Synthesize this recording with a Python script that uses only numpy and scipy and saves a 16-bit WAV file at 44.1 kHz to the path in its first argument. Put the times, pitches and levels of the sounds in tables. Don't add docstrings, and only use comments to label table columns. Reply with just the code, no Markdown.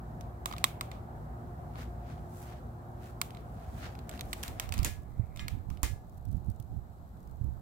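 import sys
import numpy as np
from scipy import signal
from scipy.fft import rfft, irfft, next_fast_len
from scipy.io import wavfile
from scipy.ndimage import uniform_filter1d, map_coordinates

SR = 44100
rng = np.random.default_rng(int(sys.argv[2]) if len(sys.argv) > 2 else 0)


def wav_out(sig):
    wavfile.write(sys.argv[1], SR, np.round(np.clip(np.atleast_2d(sig).T, -1, 1) * 32767).astype(np.int16))


N = 335601

# time in seconds, rumble level in dB, hum gain in dB.
LOW_LEVELS = [(0, -46.5, -0.5), (1.5, -45, 1), (3, -46.5, -1.5), (4.4, -44.5, -4), (5.1, -52, -11),
              (6.2, -52.5, -13.5), (7.61, -52, -15.5)]


def pops(level_db=12, spacing_s=.04, rattle_hz=2200, pitch_scatter=0.42, scatter_db=0.5):
    # start in seconds, relative level in dB, body in dB, treble in dB,
    # lowest resonance in Hz, echo in dB.
    impulses = [(0.2097, -38.5, 7, -3, 5900, -8), (0.458, -17, 8, 3, 1120, -12),
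                (0.5122, -27.5, 15, -10, 1340, -14), (0.5256, -30, 6, -6, 1850, -13.5),
                (0.5362, -26.5, 15, -8, 1190, -18), (0.582, -31, 2, -1, 2530, -9.5),
                (0.6412, -6, 4, 0.5, 1142, -19.5), (0.81, -19, 6, -1, 1247, -16),
                (0.9154, -33, 6, -7, 2150, -6), (1.756, -33.5, 15, -12, 1270, -2),
                (3.215, -14.5, 1.5, 3.5, 1290, -18), (4.0934, -29.5, 3, -0.5, 7940, -22),
                (4.193, -32, 6, -11, 3900, -19.5), (4.2095, -25.5, -1.5, -4.5, 3800, -18),
                (4.3303, -21, -7, -4.5, 1200, -15.5), (4.3331, -26.5, 5.5, -1, 8000, -16),
                (4.4305, -27.5, -5, 0, 3320, -22), (4.435, -24, -1, 2.5, 1650, -4.5),
                (4.4799, -29, -1, 0, 4130, -10), (4.5983, -18, 5, 1.5, 1840, -11.5),
                (4.691, -32, 11, 0, 1720, -15.5), (4.7235, -23.5, 3, -1.5, 2650, -5.5),
                (4.7396, -26, 3.5, -2.5, 8600, -20), (4.779, -30, 4.5, -3.5, 6120, -15),
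                (4.7898, -28, 9.5, -3.5, 5000, -3.5), (4.8308, -29, -3, 0.5, 4870, -3.5),
                (4.8474, -16, 1, 4, 6830, -14), (5.3612, -39, 5, 0, 2220, -4),
                (5.3725, -37.5, -5, -5, 3450, -6), (5.394, -28.5, 2.5, -21, 3220, -7),
                (5.482, -24, -1, -2, 1300, -11.5), (5.702, -37, 12.5, 0.5, 1733, -3.5),
                (5.8312, -17, 18, 11, 6710, -19)]
    # start in seconds, end in seconds, mean relative level in dB.
    rattle_spells = [(0.551, 0.591, -34), (3.29, 3.4, -41), (3.938, 4.0, -41.5), (4.102, 4.181, -40),
                     (4.699, 4.781, -39), (5.751, 5.79, -45)]
    out = np.zeros((2, N))
    for s, db, *colour in impulses:
        add(out, s, amp(db) * pop(*colour))
    for start, end, db in rattle_spells:
        for s in np.arange(start, end, spacing_s):
            softness, pitch = rng.standard_normal(2)
            ring_hz = rattle_hz * np.exp(pitch_scatter * pitch)
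            click = pop(body_db=5, treble_db=-7, ring_hz=ring_hz, echo_db=-7)
            add(out, s + spacing_s * rng.random(), amp(db - scatter_db * softness) * click)
    return amp(level_db) * out


def pop(body_db, treble_db, ring_hz, echo_db, ring_db=6.5, ring_width=.08, pan_db=-7):
    # frequency in Hz, level in dB.
    spectrum = [(200, -28), (600, -11), (1050, 2), (1300, 0), (1550, -5), (2250, 2), (2900, -2), (3600, -1),
                (5000, -6), (7900, -4), (10000, -7), (13000, -4), (16000, -6)]
    # frequency as a multiple of ring_hz, height as a multiple of ring_db.
    modes = [(1, 1.5), (1.71, 0.98), (3.27, 1.13), (6.7, 0.34)]
    tilt = [(1250, body_db), (1700, 0), (4500, 0.0012), (7500, treble_db), (12000, treble_db - 3)]
    colour = lambda hz: along(spectrum, hz) + along(tilt, hz)
    peaks = lambda hz: sum(height / (1 + ((hz / (k * ring_hz) - 1) / ring_width) ** 2)
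                           for k, height in modes)
    burst = snap_in_bowl()
    click = impulse(lambda hz: colour(hz) + ring_db * peaks(hz) - smooth_db(burst, hz))
    direct = signal.fftconvolve(burst, click[None], axes=1)
    direct /= np.linalg.norm(direct)
    broad = impulse(colour)
    sound = amp(echo_db) * signal.fftconvolve(yard(), broad[None] / np.linalg.norm(broad), axes=1)
    shade = lambda hz: amp(np.outer([.5, -.5], pan_db * along([(1400, 0), (3800, 1)], hz)))
    add(sound, 0, amp(3) * filtered(direct, shade))
    return sound


def snap_in_bowl(snap_t60=.005, rattle_t60=.025, rattle_db=-4.5, left_delay_s=.0004):
    t = np.arange(SR // 16) / SR
    snap = rng.standard_normal(len(t)) * fade(t, snap_t60) * (1 - np.exp(-t / 0.00017))
    rattle = rng.standard_normal((2, len(t))) * fade(t, rattle_t60) * (1 - np.exp(-t / 0.00014))
    delayed = np.interp(t - left_delay_s, t, snap, left=0)
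    return np.array([unit(delayed), unit(snap)]) + amp(rattle_db) * unit(rattle)


def yard(build_s=0.014):
    # frequency in Hz, time to fall 60 dB in seconds.
    decay_times = [(300, 0.055), (2000, .36), (6000, 0.22), (14000, 0.28)]
    hz, t, bands = signal.stft(rng.standard_normal((2, SR // 2)), SR, nperseg=256)
    envelope = fade(t, along(decay_times, hz)[:, None]) * (1 - np.exp(-t / build_s))
    tail = signal.istft(bands * envelope, SR, nperseg=256)[1]
    return tail / np.linalg.norm(tail[0])


def igniter(buzz_t60=0.26):
    # frequency in Hz, relative level in dB, time to fall 60 dB in seconds.
    steel_modes = [(1190, -9, .35), (1688, -2, .48), (1790, -3, .2), (1935, -1, .2), (2083, 1, .27),
                   (2207, -3, .21), (2460, 1, .23), (3074, 0, .12), (3680, -2, .14), (5222, -8, .19),
                   (5731, -6, .15), (6957, -4, .17), (7343, -4, .17), (8253, -8, .13)]
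    # start in seconds, ring in dB, buzz in dB.
    snaps = [(4.849, -48.5, -34), (5.396, -53, -54), (5.831, -48, -34)]
    out, t = np.zeros((2, N)), np.arange(SR // 2) / SR
    # frequency in Hz, spectral density in dB.
    buzz_spectrum = [(300, 3), (700, -4), (1100, -9.5), (2000, -5), (4500, -9), (7200, -7.5), (9500, -10.5),
                     (13000, -13), (16000, -13.5)]
    for s, ring_db, buzz_db in snaps:
        ring = 0
        for hz, db, t60 in steel_modes:
            gain = amp(db + rng.normal(0, 1.8, (2, 1)))
            phase = rng.normal(0, 1.0, (2, 1))
            ring += gain * fade(t, t60) * np.sin(2 * np.pi * hz * t + phase)
        buzz = noise(buzz_spectrum, size=len(t)) * fade(t, buzz_t60)
        add(out, s, (amp(ring_db) * ring + amp(buzz_db) * buzz) * (1 - np.exp(-t / 0.00053)))
    return out


def flames(roar_db=1):
    # frequency in Hz, spectral density in dB.
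    rumble_spectrum = [(15, -38), (30, -29), (45, -3), (65, 1), (100, -2.5), (150, -7), (220, -10.5),
                       (320, -18), (500, -24.5), (1000, -56)]
    roar_spectrum = [(120, -21), (250, 0), (420, -1), (560, 1.5), (740, 7), (950, -3), (1300, -8),
                     (1800, -17), (2600, -30), (5000, -38)]
    # time in seconds, level in dB.
    roar_levels = [(0.0, -52.5), (0.47, -53.5), (0.95, -51.5), (2.99, -54), (4.66, -52), (4.89, -59.5),
                   (5.17, -59.5), (6.63, -62), (7.61, -60.5)]
    rumble = gains(LOW_LEVELS)[0] * amp(1.4 * wobble(11)) * rush(rumble_spectrum, patchy_db=0.97)
    roar = gains(roar_levels)[0] * amp(roar_db + 0.16 * wobble(7.6))
    return rumble + roar * rush(roar_spectrum, patchy_db=1.33)


def paper(count=480, spread_db=3.5, t60=0.015, tick_db=-4, smoulder_db=-77.5):
    # peak time in seconds, half width in seconds, gain in dB.
    flares = [(4.2, 0.73, -67), (6.3, .2, -67), (7.35, 0.098, -68)]
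    # start in seconds, relative level in dB.
    large_ticks = [(6.2522, -49), (6.3684, -50.5), (6.501, -45), (6.6, -40.5), (6.6252, -49.5),
                   (7.2744, -51), (7.442, -49)]
    out, t = np.zeros((2, N)), np.arange(SR // 50) / SR
    tick = lambda: rng.standard_normal((2, len(t))) * fade(t, t60)
    for when, softness in rng.random((count, 2)):
        add(out, when * N / SR, amp(-spread_db * np.log(softness + 0.028)) * tick())
    out *= amp(smoulder_db) + sum(amp(db) * swell(s, width) for s, width, db in flares)
    for s, db in large_ticks:
        add(out, s, amp(db + tick_db) * tick())
    brightness = [(800, -19.5), (2800, -6.0), (4000, -3.5), (9000, -1.5), (14000, 0.5)]
    return filtered(out, lambda hz: amp(along(brightness, hz)))


def buffeting(breeze_db=-50.5, start_s=5.1, rise_s=.1, flutter_db=2, puff_cycles=1.64, left_db=-24):
    # peak time in seconds, half width in seconds, level in dB.
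    gusts = [(4.66, 0.06, -37.5), (4.81, .06, -29), (5.191, 0.1, -38.5), (5.519, 0.057, -32),
             (5.74, 0.029, -30), (5.92, 0.03, -36.5), (6.349, 0.061, -30.5), (6.492, 0.012, -28.5),
             (6.74, 0.035, -36), (7.31, 0.019, -39), (7.47, 0.038, -29.5)]
    # start in seconds, level in dB, frequency in Hz.
    puffs = [(4.794, -15, 59), (5.195, -15.5, 107), (5.832, -18, 59.93), (6.345, -17.5, 91.5),
             (6.471, -20.5, 71), (6.598, -26, 109), (7.412, -22, 96)]
    # frequency in Hz, spectral density in dB.
    eddies = [(15, -5), (35, -1.5), (65, 6.5), (100, 3), (170, -9), (260, -22.5), (450, -42.5),
              (1200, -66.5)]
    small_eddies = [(90, -16), (170, 1.5), (260, -5), (400, -22), (900, -51), (2500, -120)]
    breeze = amp(breeze_db) * np.clip((np.arange(N) / SR - start_s) / rise_s, 0, 1)
    strength = breeze + sum(amp(db) * swell(s, width) for s, width, db in gusts)
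    strength *= amp(flutter_db * wobble(22))
    air = strength * noise(eddies)
    air += amp(-53) * unit(strength ** 2 * noise(small_eddies))
    t = np.arange(SR // 4) / SR
    for s, db, hz in puffs:
        envelope = np.exp(-(t * hz / puff_cycles) ** 2) * (1 - np.exp(-t / 0.00081))
        add(air, s, amp(db) * envelope * np.sin(2 * np.pi * hz * t))
    return air * amp([[left_db], [0]])


def scuffs(grain_db=2.0, catch_db=1.05):
    # peak time in seconds, half width in seconds, scrape in dB, swish in dB.
    strokes = [(1.81, .027, -52.5, -60), (2.11, 0.042, -60, -71), (2.41, 0.053, -66, -58),
               (2.51, 0.05, -61.5, -83), (3.061, 0.034, -60.5, -64), (3.64, 0.075, -66.5, -72.5),
               (3.81, 0.05, -73, -62), (3.85, .03, -48, -71), (4.145, 0.021, -55, -64),
               (4.39, 0.1, -64.5, -60), (4.47, 0.021, -55.5, -74), (4.63, .025, -53, -67)]
    # frequency in Hz, spectral density in dB.
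    scrape_spectrum = [(500, -36), (1300, 4), (2500, -3.5), (4500, -9), (7000, -15.5), (12000, -41)]
    swish_spectrum = [(2500, -18), (6000, -2), (8000, 0), (10000, -3), (12500, -1), (16000, -3)]
    scrape, swish = sum(np.outer(amp(levels), swell(s, width)) for s, width, *levels in strokes)
    grit = amp(grain_db * wobble(500) + catch_db * wobble(70))
    return grit * (scrape * noise(scrape_spectrum) + swish * noise(swish_spectrum))


def fan_hum(waver_rate=5):
    # frequency in Hz, level in dB, unsteadiness from 0 to 1.
    tones = [(58.9, -49, 0.5), (116.4, -48, 0), (151.6, -54, 0.6), (236.6, -59, 0.5), (354.7, -58, 0.35),
             (705.6, -63.5, 1)]
    hum, t = np.zeros(N), np.arange(N) / SR
    for hz, db, unsteady in tones:
        waver = 1 + unsteady * (wobble(waver_rate) + 1j * wobble(waver_rate))
        hum += amp(db) * np.real(waver * np.exp(2j * np.pi * hz * t))
    return gains(LOW_LEVELS)[1] * hum


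def gas_whistle(pitch_jitter=.05):
    # time in seconds, frequency in Hz, level in dB.
    glide = [(5.05, 2050, -77), (5.171, 2150, -74.5), (5.28, 2195, -73), (5.389, 2357, -71)]
    s, hz, db = np.transpose(glide)
    pitch = np.interp(np.arange(N) / SR, s, hz) * (1 + pitch_jitter * wobble(600))
    whistle = wobble(500) * np.sin(2 * np.pi * np.cumsum(pitch) / SR)
    return gains(np.c_[s, db])[0] * whistle


def hiss(level_db=-74):
    # frequency in Hz, spectral density in dB.
    spectrum = [(500, 8), (2000, -5), (3400, -2), (3950, 3), (4500, -1), (5600, -6.5), (8200, 1.5),
                (9500, -20), (11500, -2.5), (12150, 6), (12900, 0.5), (16000, -3.5)]
    return amp(level_db) * noise(spectrum)


def rush(spectrum, patchy_db):
    # frequency in Hz, side level relative to mid in dB.
    width = [(60, -12.5), (200, -15.5), (380, -3.5), (700, -3.5), (1290, 4.5), (2400, 0)]
    bands = signal.stft(rng.standard_normal((2, N)), nperseg=512)[2]
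    patches = uniform_filter1d(rng.standard_normal(bands.shape[1:]), size=4, axis=0)
    patches = uniform_filter1d(patches, size=8, axis=1)
    pair = signal.istft(bands * amp(patchy_db * unit(patches)), nperseg=512)[1][:, :N]
    mid, side = filtered(pair, lambda hz: amp(along(spectrum, hz) + np.outer([0, 1], along(width, hz))))
    return unit(np.array([mid + side, mid - side]))


def noise(spectrum, size=N):
    return unit(filtered(rng.standard_normal((2, size)), lambda hz: amp(along(spectrum, hz))))


def impulse(colour, size=512):
    cepstrum = irfft(np.log(amp(colour(np.fft.rfftfreq(size, 1 / SR)))))
    cepstrum[1:size // 2] *= 2
    cepstrum[size // 2 + 1:] = 0
    return irfft(np.exp(rfft(cepstrum)))


def smooth_db(burst, hz, size=1024, bins=13):
    power = np.mean(np.abs(rfft(burst, size)) ** 2, axis=0)
    outline = 10 * np.log10(np.abs(uniform_filter1d(power, bins)) + 1e-12)
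    return np.interp(hz, np.fft.rfftfreq(size, 1 / SR), outline)


def filtered(x, response):
    n = x.shape[-1]
    padded = next_fast_len(n + 4096)
    return irfft(rfft(x, padded) * response(np.fft.rfftfreq(padded, 1 / SR)), padded)[..., :n]


def gains(rows):
    s, *columns = np.transpose(rows)
    times = np.r_[s[0] - .05, s, s[-1] + .05]
    return [amp(np.interp(np.arange(N) / SR, times, np.r_[-120, db, -120])) for db in columns]


def swell(peak_s, width_s):
    away = np.abs(np.arange(N) / SR - peak_s) / width_s
    return 2 * np.exp(-away) / (1 + np.exp(-2 * away))


def wobble(rate):
    return map_coordinates(rng.standard_normal(int(N * rate / SR) + 4), [np.arange(N) * rate / SR])


def fade(t, t60):
    return np.exp(-np.log(1000) * t / t60)


def along(points, hz):
    frequencies, values = np.transpose(points)
    return np.interp(np.log(hz + 1), np.log(frequencies), values)


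def add(track, s, sound):
    part = track[..., max(round(s * SR), 0):][..., :sound.shape[-1]]
    part += sound[..., :part.shape[-1]]


def amp(db):
    return 10 ** (np.asarray(db) / 20)


def unit(x):
    return x / np.sqrt(np.mean(x ** 2) + 1e-20)


def scene():
    surroundings = flames() + fan_hum() + scuffs() + buffeting() + hiss()
    return surroundings + igniter() + gas_whistle() + paper() + pops()


def record(dry):
    top_hz = 15800
    return filtered(dry, lambda hz: 1 / np.sqrt(1 + (hz / top_hz) ** 200))


dry = scene()
out = record(dry)
wav_out(out)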